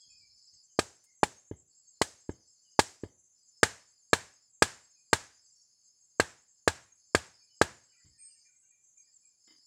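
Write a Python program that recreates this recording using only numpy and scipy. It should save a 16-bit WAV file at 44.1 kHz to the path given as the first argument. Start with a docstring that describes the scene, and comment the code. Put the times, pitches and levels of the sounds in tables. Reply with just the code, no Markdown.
"""Crickets chirp and rasp by wing strokes at a forest edge; a few birds whistle and sticks are nudged.
Then a heavy billet of wood drives a hand-held stake into damp soil. Each impact thuds through the
ground, excites the billet's modes and cracks fibres off the stake's top; three times, early on, the
billet drops back softly. The stake grips and the blows go on. After the last, far birds chatter,
an insect pips, and the billet and some sticks are moved on the ground."""
import sys
import numpy as np
from scipy import signal
from scipy.fft import rfft, irfft, next_fast_len
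from scipy.io import wavfile
from scipy.ndimage import map_coordinates

SR = 44100
rng = np.random.default_rng(int(sys.argv[2]) if len(sys.argv) > 2 else 0)


def wav_out(sig):
    """Save sig, one row per channel (or a flat mono array), as 16-bit PCM at SR to the path in sys.argv[1]."""
    wavfile.write(sys.argv[1], SR, np.round(np.clip(np.atleast_2d(sig).T, -1, 1) * 32767).astype(np.int16))


N = 426006
T = np.arange(N) / SR

# still forest air: frequency_hz, density_db
AIR_SPECTRUM = [(25, -11.5), (60, -6), (110, -3.5), (200, -8.5), (450, -13.5), (1000, -16.5), (3500, -20.5),
                (9000, -19.5), (10000, -14.5), (11500, -23.5), (16000, -25.5)]
# kinds of distant cricket: pitch_hz, width_hz, level_db, flicker_db
CHORUS_BANDS = [(6160, 68, -86.5, 4), (6490, 110, -77.5, 6.5), (6950, 310, -80, 1.5), (7140, 92, -75, 3.5),
                (7607, 160, -77, 8.5), (6900, 1800, -79.5, 0), (9930, 990, -88, 2.5)]
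# bouts of the bush crickets: start_s, end_s, level_db
RASP_BOUTS = [(-.1, .636, -66), (.656, 1.14, -79.5), (1.71, 3.097, -76), (3.374, 4.51, -77),
              (4.671, 5.98, -76), (5.983, 6.7, -82.5), (6.987, 8.49, -73.5), (9.031, 9.45, -80.5),
              (9.46, 9.8, -69)]
# the three nearest crickets: pitch_hz
CRICKET_PITCHES = [6080, 6470, 7635]
# their chirps: length_s, rate_hz, level_db
CRICKET_SONGS = [(.07, 13, -72), (.085, 8.2, -68), (0.026, 5.3, -66)]
# their phrases, one list per cricket: start_s, end_s
CRICKET_PHRASES = [
    [(.38, 1.45), (2.3, 3.6), (5.2, 5.55), (8.31, 8.48), (8.82, 9.1)],
    [(.68, 1.7), (2.0, 2.8), (3.15, 8.0), (8.35, 9.1), (9.38, 9.66)],
    [(0, 1.6), (2.05, 11)],
]
# single bird whistles: start_s, pitch_hz, level_db
BIRD_WHISTLES = [(0, 3340, -67.5), (.09, 2510, -69), (.2, 2355, -70.5), (.68, 3080, -83),
                 (1.057, 2120, -75), (2.64, 3010, -76), (4.95, 2500, -77), (7.49, 3030, -74.5),
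                 (7.88, 3040, -78.5), (7.96, 1993, -74), (8.129, 1880, -78), (8.29, 2780, -79)]
# thin, high bird trills: start_s, pitch_hz, level_db
BIRD_TRILLS = [(5.52, 5535, -67), (8.177, 8470, -50), (8.525, 7860, -67)]

# dull bumps on the soil: start_s, length_s, level_db
SOIL_THUDS = [(.05, 1, -79.5), (.531, 0.049, -71.5), (8.045, .13, -62.5)]
# sticks knocking together, or the loose stake against the poles: start_s, length_s, level_db
STICK_CLACKS = [(0.536, 0.049, -86.5), (1.513, .07, -69.5), (2.292, 0.089, -66), (3.035, .07, -65),
                (8.051, .08, -76), (9.476, 0.043, -64.5), (9.504, 0.082, -67)]
# dry litter snapping: start_s, length_s, level_db
LITTER_TICKS = [(1.039, 0.015, -53), (5.562, .05, -84)]
# spectra of thud, clack and tick: frequency_hz, density_db
THUD_SPECTRUM = [(40, 2), (90, 3), (170, -9), (300, -16), (600, -32), (1500, -55)]
CLACK_SPECTRUM = [(90, -20), (200, 6), (300, 16), (420, 2), (600, -8), (1000, -0.5), (1400, -5),
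                  (2050, 4.5), (2600, -15), (3200, 3), (4100, -26), (5400, -10), (9000, -21)]
TICK_SPECTRUM = [(2500, -15), (5500, -18), (8500, 4), (11000, -10), (15000, -16)]
# modes of the hollow poles lying against the stake: pitch_hz, gain_db, t60_s
POLE_MODES = [(316.4, -1, .2), (2070, -3, 0.2), (3030, -3, 0.21), (3720, -10, 0.26)]

# billet on stake: start_s, force_db, brightness_db, knock_db
IMPACTS = [(0.7894, 0, -2, -15.5), (1.2315, -0.5, -3, 12), (1.512, -8.5, -47, 19.5), (2.0149, -2, 1.5, 3),
           (2.292, -6, -33.5, 25), (2.7914, 1.5, 2, 9), (3.0348, -6.5, -34, -8.5), (3.6304, 1, 2.5, -1.5),
           (4.131, 1, 0.5, -1.5), (4.6217, 1, 2.5, 3), (5.1298, -1, 3, 4.5), (6.198, 0, -1.5, -5.5),
           (6.6761, 0, -1, 1.5), (7.148, 0, -1, -1), (7.6141, 2.5, -4, 4)]
# registers of soil, stake thump, hollow knock, billet ring and crack: low_hz, high_hz
REGISTER_BANDS = [(100, 180), (200, 680), (720, 1100), (1150, 2200), (2400, 16000)]
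# each register's response with a loose or firm stake: loose_db, firm_db, brightness_share
REGISTER_RESPONSE = [(-41.5, -35, -.15), (-25, -25, 0), (-28, -27, .3), (-30, -22, 0.52), (-24, -24, 1)]
# modes of soil, stake and billet together: pitch_hz, gain_db, t60_s
IMPACT_MODES = [(92.88, 6.5, .06), (200, -3.5, .028), (345, 7, 0.02), (450, 12, 0.022), (630, 11, .015),
                (858, 3.5, 0.05), (867, 14, 0.01), (1270, 10.5, 0.0094), (1640, 10, .026),
                (1700, 0.5, 0.013), (1705, -26.5, 0.28), (2020, -5, 0.037), (2330, -4.5, .022),
                (2750, -9.5, 0.036), (3470, -10, .018), (4600, -4.5, 0.0053), (7400, -5, 0.01),
                (8530, -0.5, .018)]
# fibres crushed at the contact: frequency_hz, density_db
CRACK_SPECTRUM = [(300, -25.5), (1000, 2.5), (2000, 4), (3100, -3), (4500, 3), (5700, -6), (7800, -0.5),
                  (9000, -10), (10500, -14.5), (15500, -33.5)]
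# scattering of a blow by the nearby ground and by the trees: frequency_hz, gain_db
GROUND_SCATTER = [(40, -14.5), (90, -3), (300, -15.5), (700, -13.5), (880, -9), (1100, -15), (1450, -13.5),
                  (1660, -7), (2000, -15.5), (3200, -10), (5500, -8), (7500, -1), (10000, -14),
                  (15500, -32)]
TREE_SCATTER = [(40, -15), (90, 1.5), (170, -8.5), (300, -10.5), (600, -8.5), (880, -8), (1300, -8.5),
                (1700, -4), (2300, -6.5), (3300, -8), (5500, 1), (7500, 3), (10000, -12), (15500, -33.5)]
# an insect's short pips: start_s, level_db
INSECT_PIPS = [(8.88, -62), (8.968, -53.5), (9.158, -55.5)]


def from_db(db):
    """Amplitude grows tenfold for every 20 dB."""
    return 10 ** (np.asarray(db) / 20)


def add(out, start_s, sound):
    """Superposition: a sound adds to the track from its start time on."""
    i = min(max(0, round(start_s * SR)), N)
    out[i:i + len(sound)] += sound[:N - i]


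def coloured(x, spectrum):
    """Spectral shaping: gains interpolated over log frequency filter a signal; rms 1."""
    size = next_fast_len(len(x))
    hz, db = np.transpose(spectrum)
    bin_hz = np.maximum(np.fft.rfftfreq(size, 1 / SR), 1)
    gain = from_db(np.interp(np.log(bin_hz), np.log(hz), db))
    shaped = irfft(rfft(x, size) * gain, size)[:len(x)]
    return shaped / np.sqrt(np.mean(shaped ** 2) + 1e-20)


def drift(rate_hz, size=N):
    """Slow random modulation: a spline joins normal values drawn at the given rate."""
    steps = np.arange(size) / SR * rate_hz
    knots = rng.standard_normal(int(steps[-1]) + 4)
    return map_coordinates(knots, [steps + 1], order=2, mode="nearest")


def soft_onset(t, rise_s):
    """A finite rise time: amplitude builds smoothly from 0 to 1."""
    return 1 - np.exp(-(t / rise_s) ** 2)


def still_air(level_db=-86.5):
    """Broadband noise, densest in the bass, forms a steady floor."""
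    return from_db(level_db) * coloured(rng.standard_normal(N), AIR_SPECTRUM)


def voices(hz, width_hz):
    """Incoherent addition: many insects on one pitch give a tone of random amplitude and phase."""
    phase = 2 * np.pi * hz * T
    return drift(width_hz) * np.cos(phase) + drift(width_hz) * np.sin(phase)


def far_crickets():
    """Each kind of cricket merges into a narrow band of noise whose level flickers."""
    return sum(from_db(db + flicker_db * drift(26)) * voices(hz, width_hz)
               for hz, width_hz, db, flicker_db in CHORUS_BANDS)


def bush_crickets(edge_s=0.022, wing_hz=118, depth=0.14, floor_db=-94, flutter_db=3.5):
    """Stridulation: fast wing strokes modulate broad rasps that come in bouts and flutter."""
    singing = sum(from_db(db) * (np.tanh((T - start) / edge_s) - np.tanh((T - end) / edge_s)) / 2
                  for start, end, db in RASP_BOUTS)
    upper = from_db(floor_db) + singing
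    lower = from_db(-5) * upper
    strokes = 1 + depth * np.sin(2 * np.pi * np.cumsum(wing_hz + 6 * drift(4.2)) / SR)
    rasps = [lower * voices(hz=4307, width_hz=290) / 2, lower * voices(hz=4560, width_hz=350),
             upper * voices(hz=4890, width_hz=230), upper * voices(hz=5217, width_hz=300)]
    return strokes * sum(rasp * from_db(flutter_db * drift(22) - 1.5) for rasp in rasps)


def note(hz, length_s, sag, warble, warble_hz=160):
    """Frequency modulation: a tone swells and fades, sagging and warbling by shares of its pitch."""
    progress = np.linspace(0, 1, int(length_s * SR))
    pitch_hz = hz * (1 - sag * progress + warble * drift(warble_hz, size=len(progress)))
    return np.sin(np.pi * progress) * np.sin(2 * np.pi * np.cumsum(pitch_hz) / SR)


def near_crickets(wing_hz=48, depth=0.24, uneven_db=1.5, stumble=.2):
    """Amplitude modulation: wing strokes pulse a nearly pure tone in loosely timed chirps."""
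    out = np.zeros(N)
    for hz, (length_s, rate_hz, db), phrases in zip(CRICKET_PITCHES, CRICKET_SONGS, CRICKET_PHRASES):
        for start_s, end_s in phrases:
            for beat_s in np.arange(start_s, end_s - length_s, 1 / rate_hz):
                late, louder, phase = rng.standard_normal(3)
                chirp = note(hz, length_s, sag=0, warble=0.0062, warble_hz=83)
                strokes = 1 + depth * np.sin(2 * np.pi * (wing_hz * T[:len(chirp)] + phase))
                gain = from_db(db + uneven_db * louder)
                add(out, beat_s + stumble * late / rate_hz, gain * strokes * chirp)
    return out


def birds(series_start_s=6.875, step_s=.261, series_hz=2435, peak_s=8.3, peak_db=-69, fade_db_per_s=8.5):
    """Gliding tones: falling whistles, single or in a series that swells and fades, and high trills."""
    out = np.zeros(N)
    beats_s = series_start_s + step_s * np.arange(10)
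    series = [(s, series_hz, peak_db - fade_db_per_s * abs(s - peak_s)) for s in beats_s]
    for start_s, hz, db in BIRD_WHISTLES + series:
        add(out, start_s, from_db(db) * note(hz, length_s=0.069, sag=0.029, warble=.017))
    for start_s, hz, db in BIRD_TRILLS:
        add(out, start_s, from_db(db) * note(hz, length_s=.13, sag=.005, warble=0.031))
    return out


def forest_reverb(x, t60_s, rise_s):
    """Reverberation among trees: a call is convolved with decaying noise of unit energy."""
    t = np.arange(int(SR * 2 / 3)) / SR
    tail = rng.standard_normal(len(t)) * soft_onset(t, rise_s) * from_db(-60 * t / t60_s)
    return signal.oaconvolve(x, tail / np.sqrt(np.sum(tail ** 2)))[:N]


def handling(grain_db=4):
    """Brief contacts radiate grainy, decaying noise: thuds, clacks and dry ticks."""
    out, t = np.zeros(N), np.arange(int(SR / 3)) / SR
    kinds = (SOIL_THUDS, THUD_SPECTRUM), (STICK_CLACKS, CLACK_SPECTRUM), (LITTER_TICKS, TICK_SPECTRUM)
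    for events, spectrum in kinds:
        for start_s, length_s, db in events:
            grains = from_db(grain_db * drift(230, size=len(t)))
            envelope = from_db(db) * soft_onset(t, rise_s=0.0012) * np.exp(-2 * t / length_s)
            add(out, start_s, envelope * grains * coloured(rng.standard_normal(len(t)), spectrum))
    return out


def poles(coupling_db=-2, uneven_db=2):
    """Free vibration: each clack leaves the hollow poles ringing faintly in their damped modes."""
    out, t = np.zeros(N), np.arange(int(SR / 3)) / SR
    for start_s, _, clack_db in STICK_CLACKS:
        for hz, db, t60_s in POLE_MODES:
            level_db = clack_db + coupling_db + db + uneven_db * rng.standard_normal()
            add(out, start_s, from_db(level_db - 60 * t / t60_s) * np.sin(2 * np.pi * hz * t))
    return out


def blow_levels(force_db, bright_db, knock_db, grip):
    """Excitation: force lifts all registers, hard contact the high ones, grip mainly soil and ring."""
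    loose_db, firm_db, share = np.transpose(REGISTER_RESPONSE)
    soil, thump, knock, ring, snap = loose_db + grip * (firm_db - loose_db) + force_db + share * bright_db
    return [soil, thump, knock + knock_db, ring, snap]


def blow(levels_db, grip, hard_contact_s=.00095, soft_contact_s=0.0027, detune=0.017):
    """Modal impact: the push drives low modes; high ones ring and fibres crack as the billet rebounds."""
    t = np.arange(int(SR / 5)) / SR
    slack = 1 - grip  # a loose stake sounds lower and rings less
    rebound_s = .0015 + 0.001 * slack
    pushed, rung = np.zeros((2, len(t)))
    for hz, db, t60_s in IMPACT_MODES:
        drive_db = np.interp(hz, np.ravel(REGISTER_BANDS), np.repeat(levels_db, 2))
        gain = from_db(drive_db + db - 0.4 * rng.standard_normal())
        is_stake, is_billet = 150 < hz < 700, hz > 1100
        pitch_hz = hz * (1 - 0.057 * slack * is_stake) * (1 + detune * rng.standard_normal())
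        age_s = np.maximum(t - rebound_s * is_billet, 0)
        decay = from_db(-60 * age_s / (t60_s * (1 - 0.1 * slack)))
        mode = gain * decay * np.cos(2 * np.pi * pitch_hz * age_s)
        if is_billet:
            rung += mode * soft_onset(age_s, rise_s=0.00026)
        else:
            pushed += mode
    # a blow without a crack is a slow contact, whose longer force pulse is a lower low-pass
    crack_db = levels_db[-1]
    contact_s = np.interp(crack_db, [-55, -35], [soft_contact_s, hard_contact_s])
    force = np.sin(np.pi * np.minimum(t / contact_s, 1)) ** 2
    pushed = signal.fftconvolve(pushed, force / force.sum())[:len(t)]
    fibres = crack(np.maximum(t - rebound_s / 2, 0))
    return pushed + rung + from_db(crack_db) * fibres


def crack(t, rise_s=.003, fall_s=0.004, grain_db=0.5, gain_db=-4.5):
    """Fracture: snapping fibres merge into a short burst of broadband noise."""
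    snaps = rng.standard_normal(len(t)) * from_db(grain_db * drift(2500, size=len(t)))
    burst = coloured(snaps, CRACK_SPECTRUM) * soft_onset(t, rise_s) * np.exp(-t / fall_s)
    rms_over_30_ms = np.sqrt(np.sum(burst ** 2) / (.03 * SR))
    return from_db(gain_db) * burst / rms_over_30_ms


def soil_rebound(soil_db, start_hz=108, end_hz=70, sink_s=.018, rise_s=.013, t60_s=0.081, gain_db=7):
    """Elastic recovery: the soil springs back in a damped wave whose pitch sinks as it settles."""
    t = np.arange(int(SR / 4)) / SR
    pitch_hz = end_hz + (start_hz - end_hz) * np.exp(-t / sink_s)
    envelope = from_db(soil_db + gain_db - 60 * t / t60_s) * soft_onset(t, rise_s)
    return envelope * np.cos(2 * np.pi * np.cumsum(pitch_hz) / SR)


def echoes(levels_db, scatter, t60_s, rise_s, gain_db):
    """Diffuse scattering: litter, leaves and trunks return a smooth tail in the blow's colour."""
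    t = np.arange(int(SR * 2 / 3)) / SR
    log_hz = np.log(np.maximum(np.fft.rfftfreq(len(t), 1 / SR), 1))
    hz, db = np.transpose(scatter)
    density_db = np.array(levels_db) - 10 * np.log10(np.ptp(REGISTER_BANDS, axis=1) / (SR / 2))
    log_centres = np.log(REGISTER_BANDS).mean(axis=1)
    scattered = [0, 1, 3, 4]  # the brief knock is heard only directly
    blow_db = np.interp(log_hz, log_centres[scattered], density_db[scattered])
    colour = from_db(blow_db + np.interp(log_hz, np.log(hz), db) + gain_db)
    tail = irfft(rfft(rng.standard_normal(len(t))) * colour, len(t))
    return tail * soft_onset(t, rise_s) * from_db(-60 * t / t60_s)


def hammering(loose_until_s=3.1, firm_from_s=3.6):
    """Repeated impacts excite wood, soil and echoes; coupling grows as the stake bites firm soil."""
    out = np.zeros(N)
    for start_s, force_db, bright_db, knock_db in IMPACTS:
        grip = np.interp(start_s, [loose_until_s, firm_from_s], [0, 1])
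        levels_db = blow_levels(force_db, bright_db, knock_db, grip)
        add(out, start_s, blow(levels_db, grip))
        add(out, start_s, soil_rebound(levels_db[0]))
        add(out, start_s, echoes(levels_db, GROUND_SCATTER, t60_s=0.14, rise_s=0.001, gain_db=0))
        add(out, start_s, echoes(levels_db, TREE_SCATTER, t60_s=0.38, rise_s=0.051, gain_db=-14.5))
    return out


def bird_chatter(count=30, start_s=7.9, end_s=9.1, low_hz=1350, high_hz=3100, glide=0.12, level_db=-82):
    """A random process of falling density: far birds scatter short notes that glide up or down."""
    out = np.zeros(N)
    for when, height, slope in rng.random((count, 3)):
        pitch_hz = low_hz * (high_hz / low_hz) ** height
        call = note(pitch_hz, length_s=.035, sag=glide * (2 * slope - 1), warble=.01)
        add(out, start_s + (end_s - start_s) * when ** 2, from_db(level_db) * call)
    return out


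def insect_pips(pitch_hz=7200):
    """Tone bursts: another insect gives a few very short, high notes."""
    out = np.zeros(N)
    for start_s, db in INSECT_PIPS:
        add(out, start_s, from_db(db) * note(pitch_hz, length_s=.02, sag=0, warble=.005))
    return out


def scene():
    """Sources superpose in one channel: work in front, birds and insects behind, still air under all."""
    calls = birds() + bird_chatter()
    calls += from_db(-3.5) * forest_reverb(calls, t60_s=.4, rise_s=.015)
    air = still_air()
    work = hammering() + poles() + handling()
    insects = near_crickets() + insect_pips() + far_crickets() + bush_crickets()
    return (air + insects + calls + work)[None]


def record(dry, low_hz=54, high_hz=16000):
    """Band limiting: the microphone loses the deepest bass, and a steep low-pass cuts the top."""
    bass_cut = signal.sosfilt(signal.butter(3, low_hz, "high", fs=SR, output="sos"), dry)
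    return signal.sosfilt(signal.ellip(10, .1, 80, high_hz, fs=SR, output="sos"), bass_cut)


dry = scene()
out = record(dry)
wav_out(out)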